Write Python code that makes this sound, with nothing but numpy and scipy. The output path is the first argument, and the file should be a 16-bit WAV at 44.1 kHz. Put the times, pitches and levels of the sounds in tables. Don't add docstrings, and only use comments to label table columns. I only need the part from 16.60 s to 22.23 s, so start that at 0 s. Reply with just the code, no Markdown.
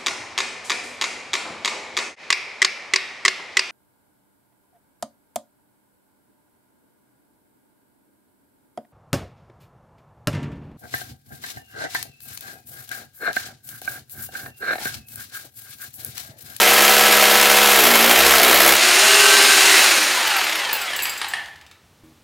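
import sys
import numpy as np
from scipy import signal
from scipy.fft import rfft, irfft
from scipy.io import wavfile
from scipy.ndimage import uniform_filter1d

SR = 44100
rng = np.random.default_rng(int(sys.argv[2]) if len(sys.argv) > 2 else 0)


def to_wav(sig):
    pcm = np.clip(np.atleast_2d(sig), -1, 1) * 32767
    pcm = np.round(pcm).astype(np.int16)
    wavfile.write(sys.argv[1], SR, pcm.T)


N = 248503
TIME = np.arange(N) / SR


def from_db(db):
    return 10 ** (np.asarray(db) / 20)


def rms_one(x):
    return x / np.sqrt(np.mean(x ** 2) + 1e-20)


def steady(x):
    return x / np.sqrt(np.abs(uniform_filter1d(x ** 2, size=SR // 14)) + 1e-9)


def at_hz(points, hz):
    known_hz, values = np.transpose(points)
    return np.interp(np.log(np.maximum(hz, 1)), np.log(known_hz), values)


def drift(rate):
    return rms_one(np.interp(TIME * rate, np.arange(4096), rng.standard_normal(4096)))


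def ramp(start_s, length_s):
    return np.clip((TIME - start_s) / length_s, 0, 1)


def swell(middle_s, length_s):
    return np.sin(np.pi * ramp(middle_s - length_s / 2, length_s)) ** 2


def colour(x, spectrum):
    size = 2 ** 18
    bin_hz = np.arange(size // 2 + 1) * SR / size
    gain = rms_one(from_db(at_hz(spectrum, bin_hz)))
    cepstrum = irfft(np.log(gain))
    cepstrum[1:size // 2] *= 2
    cepstrum[size // 2 + 1:] = 0
    return irfft(rfft(x, size) * np.exp(rfft(cepstrum)))[:N]


def fade(clicks, t60):
    return signal.lfilter([1], [1, -from_db(-60 / (t60 * SR))], clicks + 1e-18)


def ring(force, modes):
    out = 0
    for hz, db, t60 in modes:
        radius = from_db(-60 / (t60 * SR))
        w = 2 * np.pi * hz / SR
        mode = signal.lfilter([0, np.sin(w)], [1, -2 * radius * np.cos(w), radius ** 2], force + 1e-18)
        out = out + from_db(db) * mode
    return out


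def clicks_at(rows):
    s, db = np.transpose(rows)
    return np.bincount(np.clip(s * SR, 0, N - 1).astype(int), from_db(db), N)


def grit(per_s, spread_db):
    sizes = from_db(spread_db * np.clip(rng.standard_normal(N), -2, 2))
    signed = sizes * rng.choice([-1, 1], N)
    return rms_one(signed * (rng.random(N) < per_s / SR))


def strokes(turns, jitter_s, spread_db):
    s = TIME[np.diff(np.floor(turns), prepend=-1) > 0]
    chance = rng.standard_normal((600, 2))[:len(s)]
    moments_s = s + jitter_s * chance[:, 0]
    return clicks_at(np.c_[moments_s, spread_db * np.minimum(chance[:, 1], 1)])


def tones(turns, crank_hz, orders, waver, rate, response, swells=()):
    out = 0
    for multiple, db in orders:
        angle = (2 * np.pi * ((multiple * turns + rng.random()) % 1)).astype(np.float32)
        gain = np.repeat(from_db(db + at_hz(response, multiple * crank_hz[::16])), 16)[:N]
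        gained_db = sum(rise * swell(s, length) for line, s, length, rise in swells if line == multiple)
        gain = gain * from_db(gained_db)
        out = out + gain * ((1 + waver * drift(rate)) * np.sin(angle) + waver * drift(rate) * np.cos(angle))
    return out * np.sqrt(2 / (1 + 2 * waver ** 2))


# pitch_hz, t60_s
ROOM_DECAY = [(150, 0.29), (800, 0.82), (2000, 0.52), (5500, 0.23), (15000, 0.29)]


def room(x, wet_db):
    t, tail = TIME[:SR], 0
    edges = np.geomspace(60, 18000, 9)
    for low, high in zip(edges, edges[1:]):
        bandpass = signal.butter(2, [low, high], "band", fs=SR, output="sos")
        band = signal.sosfilt(bandpass, rng.standard_normal(SR))
        tail = tail + band * from_db(-60 * t / at_hz(ROOM_DECAY, np.sqrt(low * high)))
    tail = tail * (t > .004)
    return x + from_db(wet_db) * signal.fftconvolve(x, tail / np.sqrt(np.sum(tail ** 2)))[:N]


# (relative, per Hz)
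AIR_TONE = [(18, -63.5), (30, -29), (75, -9.5), (86, -3.5), (106, -12.5), (153, -10), (179, -15.5),
            (866, -22.5), (1160, -24.5), (2010, -27.5), (3060, -27.5), (3980, -28.5), (16000, -39)]


def still_air():
    return from_db(-56) * colour(rng.standard_normal(N), AIR_TONE)


# pitch_hz, level_db (relative), t60_s
STANDING_WAVES = [(68, -5, 0.61), (98, -6, .5), (146, -3, .7), (236, -2, 1), (290, -11.5, 0.2),
                  (318, 3.5, 0.37)]
# start_s, level_db (relative)
THUMP_HITS = [(5.436, -51.5)]
# (relative, per Hz)
RUSTLE_TONE = [(120, -23), (230, 1.5), (330, 2), (480, -12), (1200, -10.5), (4000, -23), (16000, -25)]


def soft_thump():
    bump = clicks_at(THUMP_HITS)
    rustle = colour(fade(bump, t60=.9) * rng.standard_normal(N), RUSTLE_TONE)
    return room(ring(bump, STANDING_WAVES) + from_db(-4.5) * rustle, wet_db=-12.0)


# start_s, level_db (relative)
GRIP_TICKS = [(4.858, -32.5), (4.958, -39), (5.0125, -39), (5.0645, -40), (5.113, -38)]
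# (relative, per Hz)
TICK_TONE = [(590, -44), (1000, -13), (1400, -5), (3420, -6), (3710, -5), (7980, -15), (12000, -21),
             (16000, -22)]


def grip_ticks():
    bursts = fade(clicks_at(GRIP_TICKS), t60=0.046) * rng.standard_normal(N)
    return room(from_db(-4.0) * colour(bursts, TICK_TONE), wet_db=-4.5)


# start_s, level_db (relative), rattle_db (housing against the knock)
HAND_KNOCKS = [(4.129, -16.5, -6), (4.333, -16, -7), (4.39, -17, -8), (4.454, -12.5, -7),
               (4.615, -12.5, -4.5), (4.644, -17.5, -7), (4.736, -14, 0), (4.777, -31, 4.5)]
# (relative, per Hz)
KNOCK_TONE = [(180, -68), (300, -21.5), (565, -24), (790, -6.5), (1100, -9.5), (1520, -11.5), (1745, 3),
              (1930, -7.5), (3030, -6), (3400, -12.5), (4090, -8.5), (7080, -27), (8940, -14.5),
              (16000, -52.5)]
# (relative, per Hz)
HOUSING_TONE = [(300, -27), (550, -25), (790, -12.5), (1000, -17), (1350, -13), (1520, -14), (1680, -7.5),
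                (1810, -6), (1920, -11), (2080, -7), (2500, -15), (2900, -7), (3250, -5.5), (3500, -18),
                (4100, -14), (5000, -21), (12000, -50)]


def tool_knocks():
    s, knock_db, rattle_db = np.transpose(HAND_KNOCKS)
    hits = clicks_at(np.c_[s, knock_db])
    shakes = clicks_at(np.c_[s, knock_db + rattle_db])
    burst = fade(fade(hits, t60=0.035), t60=0.0019) * rng.standard_normal(N)
    knocks = from_db(-25.0) * colour(burst, KNOCK_TONE)
    rattle = from_db(-20.5) * colour(fade(shakes, t60=0.36) * grit(per_s=1700, spread_db=4.0), HOUSING_TONE)
    return room(knocks + rattle, wet_db=-4.5)


# start_s, level_db (relative), lower_db (lower modes against level_db)
CHUCK_CLINKS = [(3.6734, -11, 3), (3.766, -12.5, 1), (3.843, -14, -2), (3.8964, -21, 6), (3.956, -16, -12),
                (4.1295, -7.5, -3), (4.215, -18, 10), (4.3627, -13, 7), (4.422, -13.5, 9),
                (4.4323, -10, -5), (4.4943, -16.5, 13.5), (4.577, -23, 12), (4.684, -19, 6)]
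# pitch_hz, level_db (relative), t60_s
BIT_MODES = [(4850, -15, 0.02), (7600, -12, .02), (7900, -13, .025), (11520, 1.5, 0.022),
             (11850, -3.5, .012), (12350, -3, .007), (15250, -1, 0.022), (15550, -5, .012)]


def chuck_clinks():
    s, peak_db, lower_db = np.transpose(CHUCK_CLINKS)
    rough = rng.standard_normal(N)
    chatter = fade(clicks_at(np.c_[s, peak_db]), t60=0.013) * rough
    lower = fade(clicks_at(np.c_[s, peak_db + lower_db]), t60=0.036) * rough
    steel = from_db(-24.5) * (ring(lower, BIT_MODES[:3]) + ring(chatter, BIT_MODES[3:7]))
    return room(steel + from_db(-36) * lower, wet_db=-2.0)


# middle_s, length_s, pitch_hz, level_db
CHUCK_SQUEALS = [(4.49, .27, 4810, -39), (4.46, .3, 2230, -36)]


def chuck_squeals():
    squeals = 0
    for s, length, hz, db in CHUCK_SQUEALS:
        pitch_hz = hz * (1 + .008 * drift(150))
        level = from_db(db + 2 * drift(65)) * swell(s, length)
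        squeals = squeals + level * np.sqrt(2) * np.sin(2 * np.pi * np.cumsum(pitch_hz) / SR)
    return squeals


# (relative, per Hz)
SCRAPE_TONE = [(700, -43), (1130, -9), (1250, -12), (1450, -2), (1750, -7.5), (2080, 5.5), (2330, -12),
               (2560, -1.5), (3000, -8), (7000, -20.5), (15000, -21.5)]


def flute_scrape(turns):
    throb = fade(strokes(turns, jitter_s=0.0011, spread_db=-2.5), t60=.04)
    rubs = grit(per_s=6800, spread_db=7.0) * throb
    scrape = steady(room(colour(rubs, SCRAPE_TONE), wet_db=-1.5))
    return from_db(-19) * swell(middle_s=3.16, length_s=0.46) * scrape


# time_s, level_db
CLACK_COURSE = [(3.3, -60), (3.57, -27), (3.77, -23.5), (3.95, -27), (4.05, -38), (4.3, -90)]
# (relative, per Hz)
CLACK_TONE = [(200, -38), (800, -1.5), (2200, 1), (5000, -8.5), (8000, -19.5), (16000, -30.5)]
CLACK_S = 3.8655


def piston_clacks(turns):
    hits = strokes(turns - np.interp(CLACK_S, TIME, turns) % 1, jitter_s=.0005, spread_db=.5)
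    force = fade(fade(hits, t60=.03), t60=.015)
    clacks = steady(room(colour(force * grit(per_s=9000, spread_db=2.5), CLACK_TONE), wet_db=-9.5))
    return from_db(np.interp(TIME, *np.transpose(CLACK_COURSE))) * clacks


# multiple (of crank rate), middle_s, length_s, width_hz, level_db
RESONANCE_SWEEPS = [(9, 2.25, .35, 50, -29), (35, 2.6, .75, 420, -24), (104.2, 2.7, .8, 90, -33),
                    (32.3, 3.25, .5, 200, -27), (94.3, 3.38, .55, 70, -35), (19.2, 3.75, .7, 35, -34),
                    (98.5, 3.72, .35, 110, -37), (66.5, 3.76, .35, 140, -33), (32.8, 3.77, .26, 70, -29),
                    (113.3, 3.82, .4, 50, -38), (130, 3.83, .2, 60, -38), (67, 4.06, .42, 130, -33),
                    (114, 4.14, .4, 45, -37), (36, 4.12, .6, 70, -38), (101, 4.3, .3, 80, -38),
                    (173, 4.36, .3, 90, -39)]


def gear_sweeps(turns):
    out = np.zeros(N)
    for multiple, s, length, width_hz, db in RESONANCE_SWEEPS:
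        on = np.abs(TIME - s) < length / 2
        t = TIME[on] - TIME[on][0]
        phase = np.interp(t * width_hz, np.arange(1024), np.cumsum(rng.normal(0, 1.6, 1024)))
        whine = np.sqrt(2) * np.sin(2 * np.pi * multiple * turns[on] + phase)
        out[on] += from_db(db) * np.sin(np.pi * t / length) ** 2 * whine
    return out


# time_s, lost_hz (crank turns per s)
BIND_SAG = [(0, 3), (.2, 0), (1.15, 0), (1.24, 8.8), (1.36, 12.3), (1.46, 11.8), (1.6, 2.3), (1.75, 1),
            (1.82, 9), (1.9, 6.8), (1.98, 2.3), (2.06, .8), (2.13, 4), (2.22, .5), (2.32, 1.6), (2.44, 0),
            (2.8, 0), (3.1, 2.2), (3.4, 0)]


def binding():
    return np.interp(TIME, *np.transpose(BIND_SAG))


BREAKTHROUGH_S, RELEASE_S = 2.125, 3.195
BORING_HZ, FREE_HZ, SPIN_UP_S = 69.3, 83, .21
FRICTION_HZ_PER_S, DRAG_EQUAL_HZ = 29.8, 49.7


def crank_speed(sag_hz):
    freed = 1 - np.exp(-np.maximum(TIME - BREAKTHROUGH_S, 0) / SPIN_UP_S)
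    driven = BORING_HZ + (FREE_HZ - BORING_HZ) * freed - sag_hz
    braked = FRICTION_HZ_PER_S / DRAG_EQUAL_HZ * np.maximum(TIME - RELEASE_S, 0)
    coasting = DRAG_EQUAL_HZ * np.tan(np.maximum(np.arctan(FREE_HZ / DRAG_EQUAL_HZ) - braked, 0))
    return np.maximum(np.minimum(driven, uniform_filter1d(coasting, size=SR // 5)), 0)


def speed_level(crank_hz, free_db, slope_db, fade_db_per_s):
    db = free_db + slope_db * np.log10(crank_hz / FREE_HZ + 1e-9)
    return np.maximum.accumulate(db + fade_db_per_s * TIME) - fade_db_per_s * TIME


def worn_teeth(turns, count):
    place, size = rng.random(count), rng.standard_normal(count)
    whole = np.arange(int(turns[-1]))[:, None]
    at = np.interp((whole + place).ravel(), turns, np.arange(N)).astype(int)
    return steady(np.bincount(at, np.tile(size, len(whole)), N))


# multiple (of crank rate), level_db (relative)
DRIVEN_WHINE = [(1, -39), (4, -28), (4.75, -18), (5, -23), (8, -19), (9, -23), (10, -23), (14, -21),
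                (16, -18), (19, -15), (26, -21), (33, -17), (34, -19), (36, -19), (38, -18), (85.5, -25),
                (95, -22), (104.5, -20)]
# multiple (of crank rate), level_db (relative)
COASTING_WHINE = [(19, -12.5), (32, -14), (64, -12), (95, -17), (114, -9), (171, -7)]
# multiple (of crank rate), middle_s, length_s, gain_db
WHINE_SWELLS = [(5, 2.55, .7, 9.5), (8, 2.52, .4, 7), (34, 2.58, .6, 11), (19, 2.8, 1.1, 7),
                (10, 2.75, .4, 7), (85.5, 3.11, .35, 8), (95, 3.12, .4, 8)]
# pitch_hz, level_db (relative)
HOUSING_RADIATION = [(300, -26), (480, -8), (700, -4.5), (950, 0), (1150, -4), (1350, 2), (1600, -3),
                     (2300, -2), (2650, 0), (3280, 0), (3500, -10), (4800, -7), (6500, -14)]


def motor_whine(turns, crank_hz, contact, dragging, coasting):
    driven = tones(turns, crank_hz, DRIVEN_WHINE, waver=0.18, rate=18,
                   response=[(30, 0.0052), (9000, 0)], swells=WHINE_SWELLS)
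    driven = driven * from_db(-5.5 * contact - 5 * dragging)
    free = tones(turns, crank_hz, COASTING_WHINE, waver=0.47, rate=45, response=HOUSING_RADIATION)
    free = free * np.clip(crank_hz / 14, 0, 1)
    return from_db(-2) * room(np.sqrt(1 - coasting) * driven + np.sqrt(coasting) * free, wet_db=-9)


# (relative, per Hz)
GEAR_TONE = [(88, -71.5), (150, -68), (226, -17), (274, -19.5), (385, -7.5), (444, -11), (520, -6.5),
             (640, -9), (820, -4), (1040, -6), (1570, -0.5), (2330, -1), (2700, 0), (5000, -10),
             (6500, -23), (11000, -120)]
# (relative, per Hz)
FAN_TONE = [(100, -55.5), (2350, -32.5), (4000, 1.5), (5870, -2), (6820, 0), (7840, -5), (8600, -2),
            (15100, -14), (16000, -22)]


def motor(turns, crank_hz, contact, dragging):
    coasting = ramp(RELEASE_S, 0.3)
    gear_db = speed_level(crank_hz, free_db=-17, slope_db=19, fade_db_per_s=60)
    gear_db = gear_db + 2.5 * (1 - coasting)
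    fan_db = speed_level(crank_hz, free_db=-15.5, slope_db=51, fade_db_per_s=120)
    brush_db = speed_level(crank_hz, free_db=-27, slope_db=15, fade_db_per_s=120)
    depth = 1.2 * (1 - coasting)
    flutter = from_db(np.interp(crank_hz, [20, 70], [1.8, .8]) * drift(130))
    pulses = fade(strokes(turns, jitter_s=0.00048, spread_db=1.5), t60=.04)
    throb = steady(flutter * (3.0 + depth * pulses))
    armature = turns * 19 / 4
    teeth = worn_teeth(armature, count=60) * np.interp(crank_hz, [25, 75], [.35, .12])
    clatter = throb * (grit(per_s=9000, spread_db=4.0) + teeth)
    gears = steady(room(colour(clatter, GEAR_TONE), wet_db=-8.0))
    gears = gears + from_db(-29.0) * rms_one(ring(clatter, STANDING_WAVES[3:]))
    hiss = steady(room(colour(throb * grit(per_s=16000, spread_db=5.5), FAN_TONE), wet_db=-5.5))
    whine = motor_whine(turns, crank_hz, contact, dragging, coasting)
    return from_db(gear_db) * (gears + whine) + np.hypot(from_db(fan_db), from_db(brush_db)) * hiss


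# (relative, per Hz)
WALL_TONE = [(88, -42), (150, -38.5), (226, -1.5), (271, -22), (337, 1.5), (436, -1), (707, 8.5), (857, 1),
             (1100, 3), (1430, -18.5), (2420, -120)]
# multiple (of crank rate), level_db (relative)
EVEN_DRONE = [(1, -17.5), (2, -23.5), (3, -7), (4, -11), (5, -7.5), (6, -1.5), (7, 2.5), (8, -3.5), (9, -1),
              (10, -9), (11, 3.5), (12, -12), (14, -2), (19, 0), (23, -15.5), (24, 0), (30, 0.5), (32, -6)]
# multiple (of crank rate), level_db (relative)
LABOURED_DRONE = [(1, -22.5), (2, -20.5), (3, -14), (4, -7), (5, -6.5), (6, -5.5), (7, -6.5), (8, -7),
                  (9, -7.5), (11, -11.5), (19, -9), (20, -3.5)]
# pitch_hz, level_db
LABOURED_RESPONSE = [(55, -11.5), (67, 7.5), (170, -12.5), (228, 5.0), (270, -6.5), (335, 1.5),
                     (1150, -4.5), (1310, -4.5), (1450, -7.5)]


def wall(blows, turns, crank_hz, labouring):
    thud = steady(room(colour(fade(blows, t60=0.046) * rng.standard_normal(N), WALL_TONE), wet_db=-7.0))
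    even = tones(turns, crank_hz, EVEN_DRONE, waver=0.025, rate=21, response=[(30, 0.0061), (3000, 0.0083)])
    laboured = tones(turns, crank_hz, LABOURED_DRONE, waver=0.3, rate=20, response=LABOURED_RESPONSE)
    drone = from_db(-5.5) * ((1 - labouring) * even + labouring * laboured)
    return from_db(-24.5 + 5 * labouring) * (from_db(-1.0) * thud + drone)


# (relative, per Hz)
GRIT_TONE = [(470, -35), (800, -7.5), (862, -15.5), (1300, -5.5), (2150, -3), (8550, -11.5), (10400, -12.5),
             (11700, -5), (13400, -13), (15400, -11.5), (16000, -30)]
# pitch_hz, level_db (relative), t60_s
BODY_MODES = [(1323, -1, .045), (1650, -4, 0.057), (2100, 0, 0.03), (2440, -11, 0.015), (3158, 3, 0.018)]
THIN_S, THIN_RISE_S = 1.86, .12


def hammering(turns, crank_hz, labouring):
    thin = ramp(THIN_S, THIN_RISE_S)
    blows = strokes(turns, jitter_s=0.00007, spread_db=3.2)
    rebounds = np.abs(grit(per_s=130, spread_db=2.5))
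    snaps = fade((1 - thin) * rebounds / rebounds.max() + 0.31 * blows, t60=0.02)
    force = fade(fade(blows, t60=0.029) + 1.7 * snaps, t60=0.01)
    crush = steady(room(colour(force * grit(per_s=11000, spread_db=1.5), GRIT_TONE), wet_db=-1.5))
    crush = from_db(-17.5 + 2.13 * labouring) * crush
    rough_force = force * from_db(2 * drift(40)) * grit(per_s=13000, spread_db=6.0)
    rough_ring = steady(room(ring(rough_force, BIT_MODES), wet_db=0.5))
    rough_ring = from_db(-27 + 3.5 * labouring + 2.4 * drift(6.7)) * rough_ring
    contact = fade(fade(blows, t60=.016), t60=.003) * grit(per_s=20000, spread_db=0)
    crack = from_db(-23 + 0.5 * thin) * steady(room(colour(contact, GRIT_TONE), wet_db=-4.5))
    body = from_db(-24) * steady(room(ring(blows, BODY_MODES), wet_db=-6))
    clean_ring = from_db(-22.5) * steady(room(ring(contact, BIT_MODES), wet_db=0))
    steel = np.sqrt(1 - thin) * rough_ring + np.sqrt(thin) * clean_ring
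    return wall(blows, turns, crank_hz, labouring) + crush + crack + body + steel


EASY_LABOUR, LEAN_LABOUR, MOST_LABOUR, FULL_DRAG_SAG_HZ = 0.23, 0.62, 0.86, 6
LEAN_S, LEAN_RISE_S = 1.24, 0.12
LET_GO_S, UNLOAD_S = .075, 0.11


def scene():
    sag_hz = binding()
    crank_hz = crank_speed(sag_hz)
    turns = np.cumsum(crank_hz) / SR
    contact = 1 - ramp(BREAKTHROUGH_S, LET_GO_S)
    dragging = np.minimum(sag_hz / FULL_DRAG_SAG_HZ, 1)
    leaning = ramp(LEAN_S, LEAN_RISE_S)
    labouring = np.clip(EASY_LABOUR + dragging + LEAN_LABOUR * leaning, 0, MOST_LABOUR)
    loaded = 1 - ramp(BREAKTHROUGH_S, UNLOAD_S)
    handling = soft_thump() + grip_ticks() + tool_knocks() + chuck_clinks()
    rubbing = chuck_squeals() + flute_scrape(turns)
    running = from_db(-3 * loaded) * motor(turns, crank_hz, contact, dragging)
    drill = running + contact * hammering(turns, crank_hz, labouring)
    mono = still_air() + handling + rubbing + piston_clacks(turns) + gear_sweeps(turns) + drill
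    return np.tile(mono, (2, 1))


def record(dry):
    lowpass = signal.ellip(12, .1, 85, 16000, fs=SR, output="sos")
    return signal.sosfilt(lowpass, np.clip(dry, -1, 1))


dry = scene()
out = record(dry)
to_wav(out)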